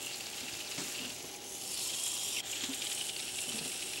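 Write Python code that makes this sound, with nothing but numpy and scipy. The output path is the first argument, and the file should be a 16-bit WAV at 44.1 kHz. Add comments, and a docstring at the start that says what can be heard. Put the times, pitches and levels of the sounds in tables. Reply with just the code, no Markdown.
"""A fine, busy rattle of small vibrating toy bugs skittering over a hard surface in a quiet room.
Their motors make the legs tap and scrape, ringing the plastic shells. After a lull one toy comes
close, squeals, skids and stops short; then the rattle goes on with rhythmic rasps as the legs catch.
A few soft thumps, a faint hum and a thin high whine lie underneath."""
import sys
import numpy as np
from scipy import signal
from scipy.fft import rfft, irfft
from scipy.io import wavfile
from scipy.ndimage import uniform_filter1d

SR = 44100
rng = np.random.default_rng(int(sys.argv[2]) if len(sys.argv) > 2 else 0)


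def to_wav(sig):
    """Store sig (one row per channel, or 1-D mono) as 16-bit WAV at the path in sys.argv[1].

    Samples outside -1..1 are clipped; the rate is SR.
    """
    pcm = np.clip(np.atleast_2d(sig), -1, 1) * 32767
    pcm = np.round(pcm).astype(np.int16)
    wavfile.write(sys.argv[1], SR, pcm.T)  # frames by channels


N = 176400
T = np.arange(N) / SR

# The close toy's run. Each row: time in seconds, level in dB, extra treble in dB.
CLOSE_TOY_RUN = [(1.53, -56, -3), (1.63, -45, -2), (1.72, -40.5, 1), (2.03, -39, 1), (2.11, -40.5, 1.5),
                 (2.3, -39, -1), (2.406, -39.5, -4.5), (2.411, -70, -1)]
# The tone of a scraping leg. Each row: frequency in Hz, relative level in dB.
SCRAPE_COLOUR = [(900, -20), (1600, -14.5), (2400, 2.5), (3100, 0), (4700, -0.5), (5800, -4), (8000, -8),
                 (14000, -55)]


def legs():
    """Contact force: an uneven tap per motor turn, each a tiny gritty scrape, with sliding between."""
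    # The speed of each motor, in turns per second.
    motors_hz = [121.4, 135.6, 157.8]
    drift, jitter_turns, scatter_db, tap_s, sliding = .04, .14, 6, .0022, 1
    taps = np.zeros(N)
    for hz in motors_hz:
        turns = np.cumsum(hz * (1 + drift * walk(2.7))) / SR
        late, size = rng.standard_normal(size=(900, 2)).T
        tap_turns = np.arange(len(late)) + jitter_turns * late
        at = np.interp(tap_turns, turns, np.arange(N), left=-1, right=-1).astype(int)
        strength = undb(scatter_db * np.minimum(size[at >= 0], 1.9))
        taps += np.bincount(at[at >= 0], strength ** 2, N)
    contact = np.exp(-np.abs(np.arange(-SR // 20, SR // 20)) / (SR * tap_s / 2))
    power = np.abs(signal.fftconvolve(taps, contact, "same"))
    grit = rng.standard_normal(N) * undb(.5 * rng.standard_normal(N))
    return unit(grit * np.sqrt(power / power.mean() + sliding) * flicker(db=.82, hz=45.07))


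def rattle():
    """The legs ring shell and surface; each run has its own colour, nearness and brightness."""
    # The opening run, the lull with the toys farther off, and the run after the stop.
    # Each row: time in seconds, level in dB, extra treble in dB.
    first_run = [(0, -45.5, -0.5), (.4, -44, -3), (.72, -44.5, -3), (.88, -44, -0.5), (1.11, -42.5, -5),
                 (1.16, -53.5, 1), (1.27, -59.5, -13)]
    far_run = [(1.12, -58, -4), (1.18, -43, -7), (1.26, -41, -3.5), (1.36, -43.5, 0), (1.39, -46, -3),
               (1.48, -44, 5.5), (1.6, -51, 11), (1.72, -68, 7.5)]
    last_run = [(2.418, -75, -3.5), (2.433, -44, -3.5), (2.47, -44, 6.5), (2.6, -41.5, 3),
                (2.85, -41.5, 1.5), (3.09, -39.5, -2.5), (3.115, -45, 1), (3.17, -41, -1), (3.5, -41, -0.5),
                (4, -40.5, -2.5)]
    # The tone of shell and surface in each run. Each row: frequency in Hz, relative level in dB.
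    first_colour = [(530, -19), (1220, -13), (1560, -10.5), (1800, -11), (2490, -4), (3230, -8.5),
                    (4590, -7), (5730, -6), (7330, -2.5), (8940, -8), (12600, -12), (14800, -22)]
    far_colour = [(600, -10), (1700, -11), (2400, -1.5), (3300, -3), (4200, -5), (5700, 0), (6350, 2.5),
                  (7000, -2), (9300, -7), (11400, -2.5), (14000, -31)]
    close_colour = [(530, -44), (1000, -6), (1620, -17), (2250, -8.5), (2750, 2.5), (4300, -7),
                    (4850, -0.5), (6500, 1), (8700, 1.5), (11400, -3.5), (14800, -36)]
    restart_colour = [(530, -50), (900, -8), (1750, -1), (2580, 3), (3120, 8.5), (4750, -0.5), (6200, -1),
                      (7160, 5.5), (10800, -11.5), (11800, -4), (14800, -31)]
    last_colour = [(530, -46), (900, -19), (1580, -11.5), (1880, -13), (2770, -1.5), (3380, -5), (4920, -8),
                   (5470, -3.5), (6220, -7), (8050, -0.5), (11300, -7), (14800, -27)]
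    turn_s, turn_length_s = 2.84, .4  # the last run changes colour as the toy turns
    turned = np.clip((T - turn_s) / turn_length_s + .5, 0, 1)
    runs = [(first_run, [(.92, first_colour)]),
            (far_run, [(.99, far_colour)]),
            (CLOSE_TOY_RUN, [(1, close_colour)]),
            (last_run, [(1 - turned, restart_colour), (turned, last_colour)])]
    force, fine_force = legs(), legs()
    body = butter(force, 5800, "low", order=5)
    treble = butter(fine_force, 5800, "high", order=5)
    out = shell_ring(force)
    for run, colours in runs:
        drive = body + undb(curve(run, axis=2)) * flicker(db=.84, hz=25.14) * treble
        out += fader(run) * sum(share * colour(drive, points) for share, points in colours)
    return butter(out + close_rings(fine_force), 13440, "low", order=12)


def shell_ring(force):
    """The scraping shell sings at its main resonance, with a flickering level."""
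    # The path of the resonance. Each row: time in seconds, pitch in Hz, level in dB.
    path = [(0, 2700, -54), (.6, 2650, -57), (.9, 2670, -59.5), (1.06, 2770, -49), (1.17, 2770, -62),
            (2.42, 3120, -63), (3.08, 2890, -53), (3.3, 2640, -55), (4, 2660, -58)]
    return resonance(force, curve(path), width_hz=190) * fader(path, axis=2) * flicker(db=3, hz=35)


def close_rings(force):
    """The upper resonances of the close toy shift as it moves."""
    # Each row: first pitch in Hz, last pitch in Hz, width in Hz, level in dB relative to the run.
    modes = [(4600, 3750, 460, -10.5), (5320, 5760, 290, -7.5), (7630, 7600, 1300, -5),
             (9700, 9600, 530, -17.5)]
    approach_s, drift = (1.7, 2.23), .008
    bright = butter(force, 2800, "high", order=4)
    out = np.zeros(N)
    for first_hz, last_hz, width_hz, db in modes:
        hz = np.interp(T, approach_s, [first_hz, last_hz]) * (1 + drift * walk(35.5))
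        out += undb(db) * flicker(db=2.5, hz=30) * resonance(bright, hz, width_hz)
    return fader(CLOSE_TOY_RUN) * out


def scrapes(force, rows, width_hz, sag_hz_per_s=0, broad_db=0):
    """A leg catches: a brief swell of broad scraping with a resonance that may slide down."""
    out = np.zeros(N)
    for centre, length, db, hz in rows:
        near = np.abs(T - centre) < 2 * length
        offset = T[near] - centre
        ring = resonance(force[near], hz - sag_hz_per_s * offset, width_hz)
        swell = np.exp(-(offset / length) ** 2 * np.pi / 2)
        out[near] += undb(db) * unit(swell * (ring + undb(broad_db) * unit(force[near]))) / 2
    return out


def catches():
    """The ways a leg catches: broad rasps, falling slips, clear pings, the close toy's bright chatter."""
    # Each row: centre in seconds, length in seconds, level in dB, pitch in Hz.
    rasps = [(0.138, 0.034, -44, 4330), (.208, 0.0071, -41.5, 2900), (0.27, 0.032, -46.5, 4340),
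             (0.408, 0.0034, -38.5, 2840), (0.442, 0.0064, -47, 3050), (.487, 0.011, -41, 2620),
             (.61, .012, -41, 2920), (0.947, .0072, -47, 2880), (0.991, 0.011, -40.5, 2800),
             (1.106, 0.0084, -45, 3100), (1.901, 0.015, -40.5, 3670), (1.94, .014, -40, 3400),
             (2.565, .016, -42, 3160), (2.641, 0.0058, -32, 3340), (2.737, 0.0074, -37, 3430),
             (2.822, .005, -33.5, 3150), (2.869, 0.0064, -35.5, 3440), (2.922, 0.0057, -34.5, 3270),
             (2.978, 0.0079, -40, 3200), (3.096, 0.0055, -37, 3400), (3.165, 0.0028, -37, 3140),
             (3.197, 0.0097, -38, 3900), (3.288, 0.015, -42.5, 2840), (3.389, 0.004, -33, 3420),
             (3.59, 0.0097, -37.5, 4140), (3.657, 0.0077, -42, 3880), (3.72, .009, -41.5, 3040),
             (3.824, 0.0075, -38, 2970), (3.936, 0.0049, -37, 2790)]
    slips = [(0.334, 0.0066, -44, 2900), (.54, 0.0076, -43, 4530), (0.678, 0.016, -45, 4230),
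             (0.73, 0.014, -45.5, 4460), (1.35, 0.0056, -47.5, 2460), (2.369, 0.0072, -34.5, 2900),
             (2.532, 0.0084, -37, 2780)]
    pings = [(2.388, 0.0062, -36, 3100), (2.404, 0.0042, -36, 3320), (3.013, 0.0029, -30, 2980),
             (3.093, 0.0088, -42, 3100), (3.494, 0.019, -41, 3040), (3.979, 0.0079, -38.5, 2640)]
    # Bursts of chatter. Each row: centre in seconds, level in dB.
    bursts = [(1.879, -39), (1.94, -42), (2.012, -41), (2.038, -32), (2.064, -34), (2.088, -41),
              (2.139, -42), (2.288, -36.5)]
    burst_s, burst_hz = .0036, 7600
    chatter = [(centre, burst_s, db, burst_hz) for centre, db in bursts]
    force = colour(legs(), SCRAPE_COLOUR)
    bright = butter(legs(), [6800, 10500], "band", order=2)
    return (scrapes(force, rasps, width_hz=690, sag_hz_per_s=7100)
            + scrapes(force, slips, width_hz=180, sag_hz_per_s=62000, broad_db=-12)
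            + scrapes(force, pings, width_hz=100, broad_db=-12)
            + scrapes(bright, chatter, width_hz=380, broad_db=-8))


def skid():
    """The close toy's skidding legs make a thin squeal that dives just before it stops."""
    # The path of the squeal. Each row: time in seconds, pitch in Hz, level in dB.
    path = [(1.9, 3140, -57.5), (2.03, 3290, -48), (2.305, 3210, -49.5), (2.325, 2970, -59),
            (2.356, 3110, -43), (2.367, 2810, -40), (2.378, 2280, -53), (2.399, 2030, -45),
            (2.407, 1490, -54), (2.411, 1400, -78)]
    squeal = resonance(colour(legs(), SCRAPE_COLOUR), curve(path), width_hz=40)
    evened = squeal / np.sqrt(uniform_filter1d(squeal ** 2, size=900) + .1)
    return unit(evened) * fader(path, axis=2)


def ticks():
    """A hard plastic shell knocks against something and rings very briefly."""
    # The knocks. Each row: start in seconds, peak level in dB.
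    knocks = [(.208, -33), (0.951, -33), (1.015, -35), (1.1006, -35.5), (3.165, -30), (3.2895, -35),
              (3.5895, -30)]
    # The shell's modes. Each row: pitch in Hz, seconds to fall 60 dB, relative level in dB.
    modes = [(2770, 0.028, 2.5), (4550, 0.027, 2)]
    age = T[:SR // 20]
    ring = sum(undb(db) * np.sin(2 * np.pi * hz * age) * decay(age, t60) for hz, t60, db in modes)
    blows = np.zeros(N)
    for start, db in knocks:
        blows[int(start * SR)] = undb(db)
    return signal.fftconvolve(blows, ring / np.abs(ring).max())[:N]


def thumps():
    """Soft bumps, each a blend of dull thud and one low ring, and a couple of scuffs."""
    # Each row: start in seconds, level in dB, pitch in Hz, seconds to fall 60 dB, ring's share of power.
    bumps = [(.425, -44.5, 248, 0.11, 0.5), (0.529, -52, 100, .15, 0.94), (0.776, -41.5, 165, 0.23, 0),
             (0.996, -46.5, 256.5, 0.49, 0.65), (1.012, -50, 240.5, 0.3, 0.6),
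             (1.237, -43, 377, 0.093, 0.34), (2.685, -37, 268, 0.15, 0.85), (3.471, -46, 245, 0.2, 0.44),
             (3.536, -44.5, 220.4, 0.44, 0.34), (3.608, -41, 158, 0.072, 0.76),
             (3.654, -46, 249, 0.15, 0.4)]
    # Each row: start in seconds, level in dB, seconds to fall 60 dB.
    scuffs = [(0.774, -36.5, 0.44), (2.632, -36, 0.037)]
    # The tone of thud and scuff. Each row: frequency in Hz, relative level in dB.
    thud_colour = [(40, -31), (100, 1.5), (150, 6), (240, 3.5), (360, 7), (550, -0.5), (1000, -5.5),
                   (2000, -22), (5000, -48)]
    scuff_colour = [(300, 20), (700, -8), (1300, 6), (2500, 6.5), (7500, 6.5), (15000, -31)]
    thud = colour(rng.standard_normal(N), thud_colour)
    scuff = colour(rng.standard_normal(N), scuff_colour)
    out = scuff * sum(undb(db) * struck(start, t60) for start, db, t60 in scuffs)
    for start, db, hz, t60, share in bumps:
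        ring = np.sqrt(2 * share) * np.sin(2 * np.pi * hz * (T - start))
        out += undb(db) * struck(start, t60) * (ring + np.sqrt(1 - share) * thud)
    return out


def room():
    """Steady air noise, a wavering machine hum and a thin electrical whine."""
    # The partials of the hum. Each row: pitch in Hz, level in dB.
    partials = [(120, -69), (362, -64), (386, -65.5), (605, -69), (776, -66.5), (824, -65.5)]
    # The tone of the air. Each row: frequency in Hz, relative level in dB.
    air_colour = [(25, -28), (42, -12), (56, -2.5), (80, -1), (130, -1.5), (360, 6), (550, 0.5), (800, 1),
                  (1100, -11), (4000, -5), (9000, -28.5)]
    air_db, hum_drift_hz, whine_db, whine_hz = -52, 2.5, -64, 15729
    hum = np.zeros(N)
    for hz, db in partials:
        gain = undb(db) * flicker(db=2.5, hz=5.08)
        hum += gain * np.sin(2 * np.pi * np.cumsum(hz + hum_drift_hz * walk(6)) / SR)
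    whine = undb(whine_db) * flicker(db=.7, hz=3.7) * np.sin(2 * np.pi * whine_hz * T)
    return undb(air_db) * colour(rng.standard_normal(N), air_colour) + np.sqrt(2) * (hum + whine)


def undb(db):
    """Decibels to gain."""
    return 10 ** (np.asarray(db) / 20)


def unit(x):
    """Scale to rms 1."""
    return x / np.sqrt(np.mean(x ** 2))


def curve(rows, axis=1):
    """One column of a table, joined by straight lines in time."""
    rows = np.array(rows)
    return np.interp(T, rows[:, 0], rows[:, axis])


def fader(rows, axis=1):
    """Gain from a dB column, silent from 30 ms outside the table's times."""
    return undb(curve(rows, axis)) * (T >= rows[0][0] - .03) * (T <= rows[-1][0] + .03)


def walk(hz):
    """Smooth random wandering with spread near 1."""
    hold = max(int(SR / hz), 2)
    steps = rng.standard_normal(N)[np.arange(N) // hold]
    return 1.3 * uniform_filter1d(uniform_filter1d(steps, hold), hold)


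def flicker(db, hz):
    """A gain that wanders by about db, hz times a second."""
    return undb(db * walk(hz))


def decay(age, t60):
    """Exponential fall of 60 dB in t60 seconds."""
    return np.exp(-np.log(1000) * age / t60)


def struck(start, t60, attack_s=.0057):
    """Envelope of a soft blow: short rise, exponential fall."""
    age = np.maximum(T - start, 0)
    return np.minimum(age / attack_s, 1) * decay(np.maximum(age - attack_s, 0), t60)


def butter(x, hz, kind, order):
    """A low-, high- or band-pass filter."""
    return signal.sosfilt(signal.butter(order, hz, kind, fs=SR, output="sos"), x)


def colour(x, points):
    """Equalise by (Hz, dB) points, rolling off below the first; rms 1."""
    hz, db = np.array(points, float).T
    log_hz = np.log(np.maximum(np.fft.rfftfreq(N, 1 / SR), 1))
    rolloff_db = 12 * np.minimum(log_hz - np.log(hz[0]), 0)
    return unit(irfft(rfft(x) * undb(np.interp(log_hz, np.log(hz), db) + rolloff_db), N))


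def resonance(x, hz, width_hz):
    """A resonance whose centre may glide; rms 1."""
    carrier = np.exp(2j * np.pi * np.cumsum(hz + np.zeros(len(x))) / SR)
    pole = np.exp(-np.pi * width_hz / SR)
    return unit((signal.lfilter([1], [1, -pole], x / carrier) * carrier).real)


def scene():
    """Toys and bumps with a short echo, over the room tone, the same in both channels."""
    echo_db = -11
    direct = rattle() + catches() + skid() + ticks() + thumps()
    tail = rng.standard_normal(N) * decay(T, t60=.04) * (T > .004)
    echo = signal.fftconvolve(direct, tail / np.sqrt(np.sum(tail ** 2)))[:N]
    return np.tile(direct + undb(echo_db) * echo + room(), (2, 1))


def record(dry):
    """A steep cut takes off the top above 16 kHz."""
    return signal.sosfilt(signal.ellip(12, .1, 80, 16000, fs=SR, output="sos"), dry)


dry = scene()
out = record(dry)
to_wav(out)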